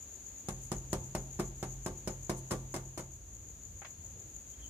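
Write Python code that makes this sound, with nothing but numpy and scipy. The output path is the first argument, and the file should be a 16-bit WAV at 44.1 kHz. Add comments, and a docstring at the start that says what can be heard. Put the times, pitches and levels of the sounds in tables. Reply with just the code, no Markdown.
"""Knocks on a window at night

Knuckles strike a pane twelve times: its modes thump and ring, it chatters in its frame, the frame
shudders low. Crickets rasp their wings, one near, a chorus far, over faint outdoor rumble and hiss.
Soft brushes pass now and then. After the knocks come two low handling bumps on the phone, light taps
of a hand and squeaks of skin on the glass. Nearby walls return a short echo."""
import sys
import numpy as np
from scipy import signal
from scipy.fft import rfft, irfft, next_fast_len
from scipy.io import wavfile
from scipy.ndimage import map_coordinates

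SR = 44100
rng = np.random.default_rng(int(sys.argv[2]) if len(sys.argv) > 2 else 0)


def pcm_store(signal):
    """Save signal as 16-bit PCM."""
    levels = np.round(np.clip(np.atleast_2d(signal), -1, 1) * 32767)
    wavfile.write(sys.argv[1], SR, levels.astype(np.int16).T)


N = 207005
TIME = np.arange(N) / SR

# Outdoor rumble: f/Hz, density/dB
RUMBLE_SPECTRUM = [(25, -37), (36, -33), (48, 6), (70, 3), (95, -0.5), (150, -8), (250, -17.5), (400, -23),
                   (700, -26.5), (1500, -41), (4000, -78)]
# Air hiss: f/Hz, density/dB
HISS_SPECTRUM = [(300, 14.5), (1000, 2.5), (2500, 2), (5000, -1.5), (8000, -8), (11000, -4.5),
                 (14000, -23.5), (15500, -11.5)]
# Base level of crickets and hiss: t/s, level/dB
CHORUS_LEVEL = [(0, -52.5), (2.55, -53), (3.2, -56.5), (3.55, -55), (4.69, -53.5)]
# Chirp runs of the near cricket: start/s, end/s, period/s
CHIRP_RUNS = [(0.023, 0.71, 0.125), (0.777, 1.54, 0.139), (1.591, 2.6, 0.131), (2.735, 3.21, 0.135),
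              (3.345, 3.85, 0.149), (3.905, 4.72, 0.152)]
# Cricket wing resonance: f/Hz, density/dB
WING_SPECTRUM = [(4800, -72), (5800, -17.5), (6250, -5), (6600, 2.5), (6880, 4.5), (7150, -1), (7500, -15),
                 (8500, -22), (11500, -29), (12800, -19), (13800, -19), (15000, -38)]
# Knuckle contacts, some in quick pairs: t/s, thump/dB, ring/dB, click/dB, hollowness/dB
CONTACTS = [(0.486, -30, -37.5, -42, -2), (0.7176, -28.5, -35.5, -42, 1.5), (0.93, -27, -32.5, -39, 0),
            (1.1503, -27, -33, -42.5, -3), (1.3916, -30, -42.5, -60, 0), (1.3966, -28.5, -33.5, -41, 2.5),
            (1.628, -30.5, -36, -45.5, -2), (1.862, -31, -35.5, -43, 3.5), (2.0745, -29.5, -34.5, -42, 0),
            (2.2956, -28, -31.5, -39.5, 2.5), (2.509, -59, -33.5, -41, -1),
            (2.5161, -27, -32.5, -45.5, 4.5), (2.7414, -50, -36, -46, -1), (2.7623, -34.5, -38.5, -46, -1),
            (2.9761, -47, -39.5, -46.5, -1.5), (2.994, -39, -44, -51.5, 1)]
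# Pane modes: f/Hz, level/dB, t60/s
PANE_MODES = [(46.6, -18, 0.88), (93.63, -28, 1.9), (130.2, -15, 1.05), (166.3, -13.5, 0.18),
              (187, -10, 0.099), (217, -7.5, 0.1), (282.2, -18, 0.26), (343.6, -5.5, 0.13),
              (362.6, -9, 0.2), (403, -15, 0.22), (500.5, -14.5, 0.24), (538.2, -16, 0.23),
              (622.4, -14, 0.13), (757, -11.5, 0.11), (878, -25, 0.41), (980, -32, 0.48),
              (1096, -14, 0.096), (1155, -26.5, 0.27), (1302, -27.5, 0.11), (1580, -25, 0.13),
              (2125, -21, 0.13), (5210, -15, 0.082), (6040, -20, 0.049), (8900, -17, 0.058)]
# Dense upper modes of glass and frame: f/Hz, density/dB
GLASS_SPECTRUM = [(70, -50), (135, -31), (220, 0.5), (380, 2.5), (455, -2.5), (570, 4), (1100, -1.5),
                  (1700, -9), (2600, -15.5), (5000, -23.5), (15000, -39)]
# Decay of the dense modes: f/Hz, t60/s
GLASS_T60 = [(200, 0.21), (700, 0.12), (2000, 0.14), (10000, 0.15)]
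# Bone meeting glass: f/Hz, density/dB
SNAP_SPECTRUM = [(600, -36), (2500, -15), (7000, -8), (13000, 0), (16000, 8)]
# Glass chattering against the frame: f/Hz, density/dB
CHATTER_SPECTRUM = [(500, -26), (1500, -6.5), (3000, -1), (5000, 0.5), (6800, 9), (8200, 5), (10500, 2),
                    (14000, -7.5), (16000, -21.5)]
# Shaken frame: f/Hz, density/dB
SHUDDER_SPECTRUM = [(25, -40), (36, -18), (46, 12.5), (62, 1), (80, -5), (110, -9), (160, -3), (400, -23),
                    (1500, -50)]
# Decay of the wall echo: f/Hz, t60/s
ECHO_T60 = [(100, 0.44), (400, 0.48), (850, 0.53), (1500, 0.2), (5000, 0.21), (14000, 0.36)]
# Soft brushes and, below 100 Hz, handling bumps: t/s, half-width/s, centre/Hz, level/dB
BRUSHES_AND_BUMPS = [(0.647, .03, 9000, -58.5), (2.384, 0.017, 8250, -54), (3.734, 0.076, 83, -55),
                     (4.097, 0.22, 92, -59.5), (4.19, 0.05, 450, -62.5), (4.603, 0.02, 1800, -67)]
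# Hand taps: t/s, level/dB, note/Hz, cutoff/Hz
HAND_TAPS = [(3.818, -44, 800, 2750), (3.847, -43, 1097, 5540)]
# Noise of a tap: f/Hz, density/dB
TAP_SPECTRUM = [(250, -13), (500, -3), (1100, -9), (1650, -2), (2300, -4), (3100, -9), (4000, -14),
                (5500, -15), (9000, -40)]
# Skin squeaks: t/s, half-width/s, f/Hz, level/dB
SKIN_SQUEAKS = [(4.54, 0.013, 3170, -66.5), (4.643, 0.034, 3170, -60)]
# Left-right likeness of diffuse sound: f/Hz, coherence/1
COHERENCE = [(60, 0.99), (300, 0.87), (700, 0.61), (1400, 0), (3000, 0.076), (7000, 0)]
# Channel balance: f/Hz, left minus right/dB
BALANCE = [(400, -0.4), (700, 0), (1100, 1.5), (2500, 0.5), (6500, 3.5), (14000, 2.5)]


def amp(db):
    """Decibels to gain."""
    return 10 ** (np.asarray(db) / 20)


def unit(x):
    """Scale to rms 1."""
    return x / np.sqrt(np.mean(x ** 2) + 1e-20)


def along(points, hz):
    """Interpolate (f/Hz, value) points on a log axis."""
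    f, v = np.transpose(points)
    return np.interp(np.log(hz + 1), np.log(f + 1), v)


def fade(t, t60_s):
    """Free decay, 60 dB down at t60_s."""
    return np.exp(-np.log(1000) * t / t60_s)


def wobble(rate_hz):
    """Smooth random curve, rate_hz knots a second."""
    return map_coordinates(rng.standard_normal(256), [TIME * rate_hz], mode="wrap")


def add(track, at_s, sound):
    """Mix a sound into the track."""
    start = round(at_s * SR)
    track[..., start:start + sound.shape[-1]] += sound[..., :N - start]


def filtered(x, response):
    """Apply a frequency response."""
    n = x.shape[-1]
    m = next_fast_len(n + 8192)
    return irfft(rfft(x, m) * response(np.fft.rfftfreq(m, 1 / SR)), m)[..., :n]


def noise(spectrum, size=N):
    """Coloured stereo noise, rms 1, coherent in the bass."""
    def mid_side_gains(hz):
        angle = np.arccos(along(COHERENCE, hz)) / 2
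        return amp(along(spectrum, hz)) * [np.cos(angle), np.sin(angle)]
    mid, side = filtered(rng.standard_normal((2, size)), mid_side_gains)
    return unit(np.array([mid + side, mid - side]))


def damped(x, decays):
    """Decay each frequency of x at its own t60."""
    hz, t, bins = signal.stft(x, SR, nperseg=256)
    _, out = signal.istft(bins * fade(t, along(decays, hz)[:, None]), SR, nperseg=256)
    return out[:, :x.shape[-1]]


def night_air(chorus_db, rumble_db=-55.5, swell_db=2, hiss_db=-8):
    """Uneven low rumble; thin hiss that follows the chorus level."""
    rumble = amp(rumble_db + swell_db * wobble(6.73)) * noise(RUMBLE_SPECTRUM)
    return rumble + amp(chorus_db + hiss_db) * noise(HISS_SPECTRUM)


def chirp_envelope(sigma_s=0.021, scatter_db=0.5):
    """Soft, evenly spaced swells in runs, with a hitch between runs."""
    times = np.concatenate([np.arange(*run) for run in CHIRP_RUNS])
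    gains = amp(scatter_db * rng.standard_normal(len(times)))
    return sum(gain * np.exp(-((TIME - at_s) / sigma_s) ** 2 / 2) for at_s, gain in zip(times, gains))


def stridulation(stroke_hz=52.17, depth_db=5, tone_hz=6830, glide_hz=230, tone_db=-4):
    """Each stroke rasps over the wing's resonance with a falling note, blurred by leaves."""
    stroke_phase = np.cumsum(stroke_hz * (1 + 0.1015 * wobble(6))) / SR % 1
    pitch_hz = tone_hz + glide_hz * (1 - 2 * stroke_phase + wobble(47))
    note = np.sin(2 * np.pi * np.cumsum(pitch_hz) / SR)
    rasp = noise(WING_SPECTRUM)
    blurred = unit(note + echo(np.array([note, note])))
    pulses = amp(-depth_db * np.cos(2 * np.pi * stroke_phase))
    return unit(pulses * (rasp + amp(tone_db) * blurred))


def crickets(chorus_db, near_db=3, pan_db=2, far_db=0.43, swell_db=1):
    """One cricket to the left, about seven chirps a second, over a softly swelling chorus."""
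    near = amp(near_db) * chirp_envelope() * stridulation()
    far = amp(far_db + swell_db * wobble(24.92)) * noise(WING_SPECTRUM)
    return amp(chorus_db) * (near * amp([[pan_db], [-pan_db]]) + far)


def pane_ring(t, thump_db, ring_db, split_hz=270, scatter_db=1.93, detune=0.0067):
    """The hand's weight drives the low modes; higher ones depend more on the spot struck."""
    hz, db, t60_s = np.transpose(PANE_MODES)[:, :, None]
    spot, seating = rng.standard_normal((2, *hz.shape))
    low_share = 1 / (1 + (hz / split_hz) ** 6)
    spread_db = np.minimum(scatter_db * hz / split_hz, 4)
    drive_db = low_share * thump_db + (1 - low_share) * ring_db + spread_db * spot
    pitch_hz = hz * (1 + detune * (1 - low_share) * seating)  # the pane reseats at each blow
    return -np.sum(amp(db + drive_db) * np.sin(2 * np.pi * pitch_hz * t) * fade(t, t60_s), axis=0)


def chatter(t, looseness, snap_db=5, tail_db=-11, burst_db=3, stretch=0.95):
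    """Bright snap, then the pane hits its frame in uneven bursts, longer under a loose hand."""
    snap = amp(snap_db) * (1 - looseness) * fade(t, t60_s=0.0064) * noise(SNAP_SPECTRUM, len(t))
    crack = fade(t, t60_s=0.071 * (1 + stretch * looseness))
    tail = amp(tail_db) * fade(t, t60_s=0.12)
    bursts = amp(burst_db * wobble(rate_hz=700)[:len(t)])
    return snap + (crack + tail) * unit(bursts * noise(CHATTER_SPECTRUM, len(t)))


def knocks(pane_db=2, glass_db=-1.5, chatter_db=2, shared=0.21, stretch=0.083,
           hollow_hz=430, hollow_oct=0.6):
    """Each contact rings the pane and makes it chatter; the spot struck sets the hollowness."""
    out = np.zeros((2, N))
    ring_t, t = TIME[:3 * SR // 2], TIME[:SR // 2]
    common = noise(GLASS_SPECTRUM, len(t))
    for at_s, thump_db, ring_db, click_db, hollow_db in CONTACTS:
        looseness = 1 / (1 + amp(thump_db - click_db) ** 2)  # a light hand clatters on
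        colour = lambda hz: amp(hollow_db * np.exp(-(np.log2((hz + 1) / hollow_hz) / hollow_oct) ** 2))
        add(out, at_s, amp(pane_db) * filtered(pane_ring(ring_t, thump_db, ring_db), colour))
        # each new spot remixes the upper modes
        upper = np.sqrt(shared) * common + np.sqrt(1 - shared) * noise(GLASS_SPECTRUM, len(t))
        decays = [(hz, t60_s * (1 + stretch * looseness)) for hz, t60_s in GLASS_T60]
        add(out, at_s, amp(ring_db + glass_db) * filtered(damped(upper, decays), colour))
        add(out, at_s, amp(click_db + chatter_db) * chatter(t, looseness))
    return out


def frame_shudder(gain_db=-22.5, rise_s=0.044, t60_s=1.66):
    """Each knock's weight shakes the frame; the power piles up from blow to blow."""
    power = np.zeros(N)
    envelope = (1 - np.exp(-TIME / rise_s)) * fade(TIME, t60_s)
    for at_s, thump_db, *_ in CONTACTS:
        add(power, at_s, (amp(thump_db + gain_db) * envelope) ** 2)
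    return np.sqrt(power) * noise(SHUDDER_SPECTRUM)


def echo(x, delay_s=0.012):
    """Short, diffuse return from nearby walls."""
    white = noise([(100, 0), (10000, 0)], SR // 2)
    tail = damped(white, ECHO_T60)
    impulse = np.pad(tail / np.linalg.norm(tail[0]), ((0, 0), (round(delay_s * SR), 0)))
    return signal.fftconvolve(x, impulse, axes=1)[:, :N]


def brushes_and_bumps(band_ratio=1.92):
    """Soft brushes and low handling bumps on the phone: short swells of band noise."""
    out = np.zeros((2, N))
    for at_s, width_s, hz, db in BRUSHES_AND_BUMPS:
        band = [(hz * band_ratio ** step, -15 * step ** 2) for step in range(-2, 3)]
        out += amp(db) * np.exp(-((TIME - at_s) / width_s) ** 2) * noise(band)
    return out


def taps(note_db=1, attack_s=0.0014):
    """Two light touches of the hand, each with a short hollow note."""
    out, t = np.zeros((2, N)), TIME[:SR // 4]
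    for at_s, db, note_hz, cutoff_hz in HAND_TAPS:
        touch = noise(TAP_SPECTRUM, len(t)) * fade(t, t60_s=0.098)
        note = amp(note_db) * np.sin(2 * np.pi * note_hz * t) * fade(t, t60_s=0.039)
        lowpass = signal.butter(4, cutoff_hz, fs=SR, output="sos")
        add(out, at_s, amp(db) * (1 - np.exp(-t / attack_s)) * signal.sosfilt(lowpass, touch + note))
    return out


def squeaks(waver=0.03, rough_db=4):
    """Skin sticks and slips on the glass: a thin, rough note."""
    out = np.zeros(N)
    for at_s, width_s, hz, db in SKIN_SQUEAKS:
        phase = 2 * np.pi * np.cumsum(hz * (1 + waver * wobble(350))) / SR
        note = unit(amp(rough_db * wobble(200)) * np.sin(phase))
        out += amp(db) * np.exp(-((TIME - at_s) / width_s) ** 2) * note
    return out


def scene(left_lag_s=0.00008, echo_db=-14):
    """Window and hand close by, slightly to one side; the night all around."""
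    chorus_db = np.interp(TIME, *np.transpose(CHORUS_LEVEL))
    hand = knocks() + taps() + squeaks()
    close = filtered(hand, lambda hz: np.exp(1j * np.pi * left_lag_s * np.outer([-1, 1], hz)))
    foreground = close + amp(echo_db) * echo(close) + frame_shudder() + brushes_and_bumps()
    return foreground + crickets(chorus_db) + night_air(chorus_db)


def record(dry, low_hz=37, top_hz=15400):
    """Microphones: treble favours the left; deepest bass and highest treble cut."""
    tilted = filtered(dry, lambda hz: amp(np.outer([1, -1], along(BALANCE, hz)) / 2))
    highpass = signal.butter(8, low_hz, "high", fs=SR, output="sos")
    return filtered(signal.sosfilt(highpass, tilted), lambda hz: 1 / (1 + (hz / top_hz) ** 60))


dry = scene()
out = record(dry)
pcm_store(out)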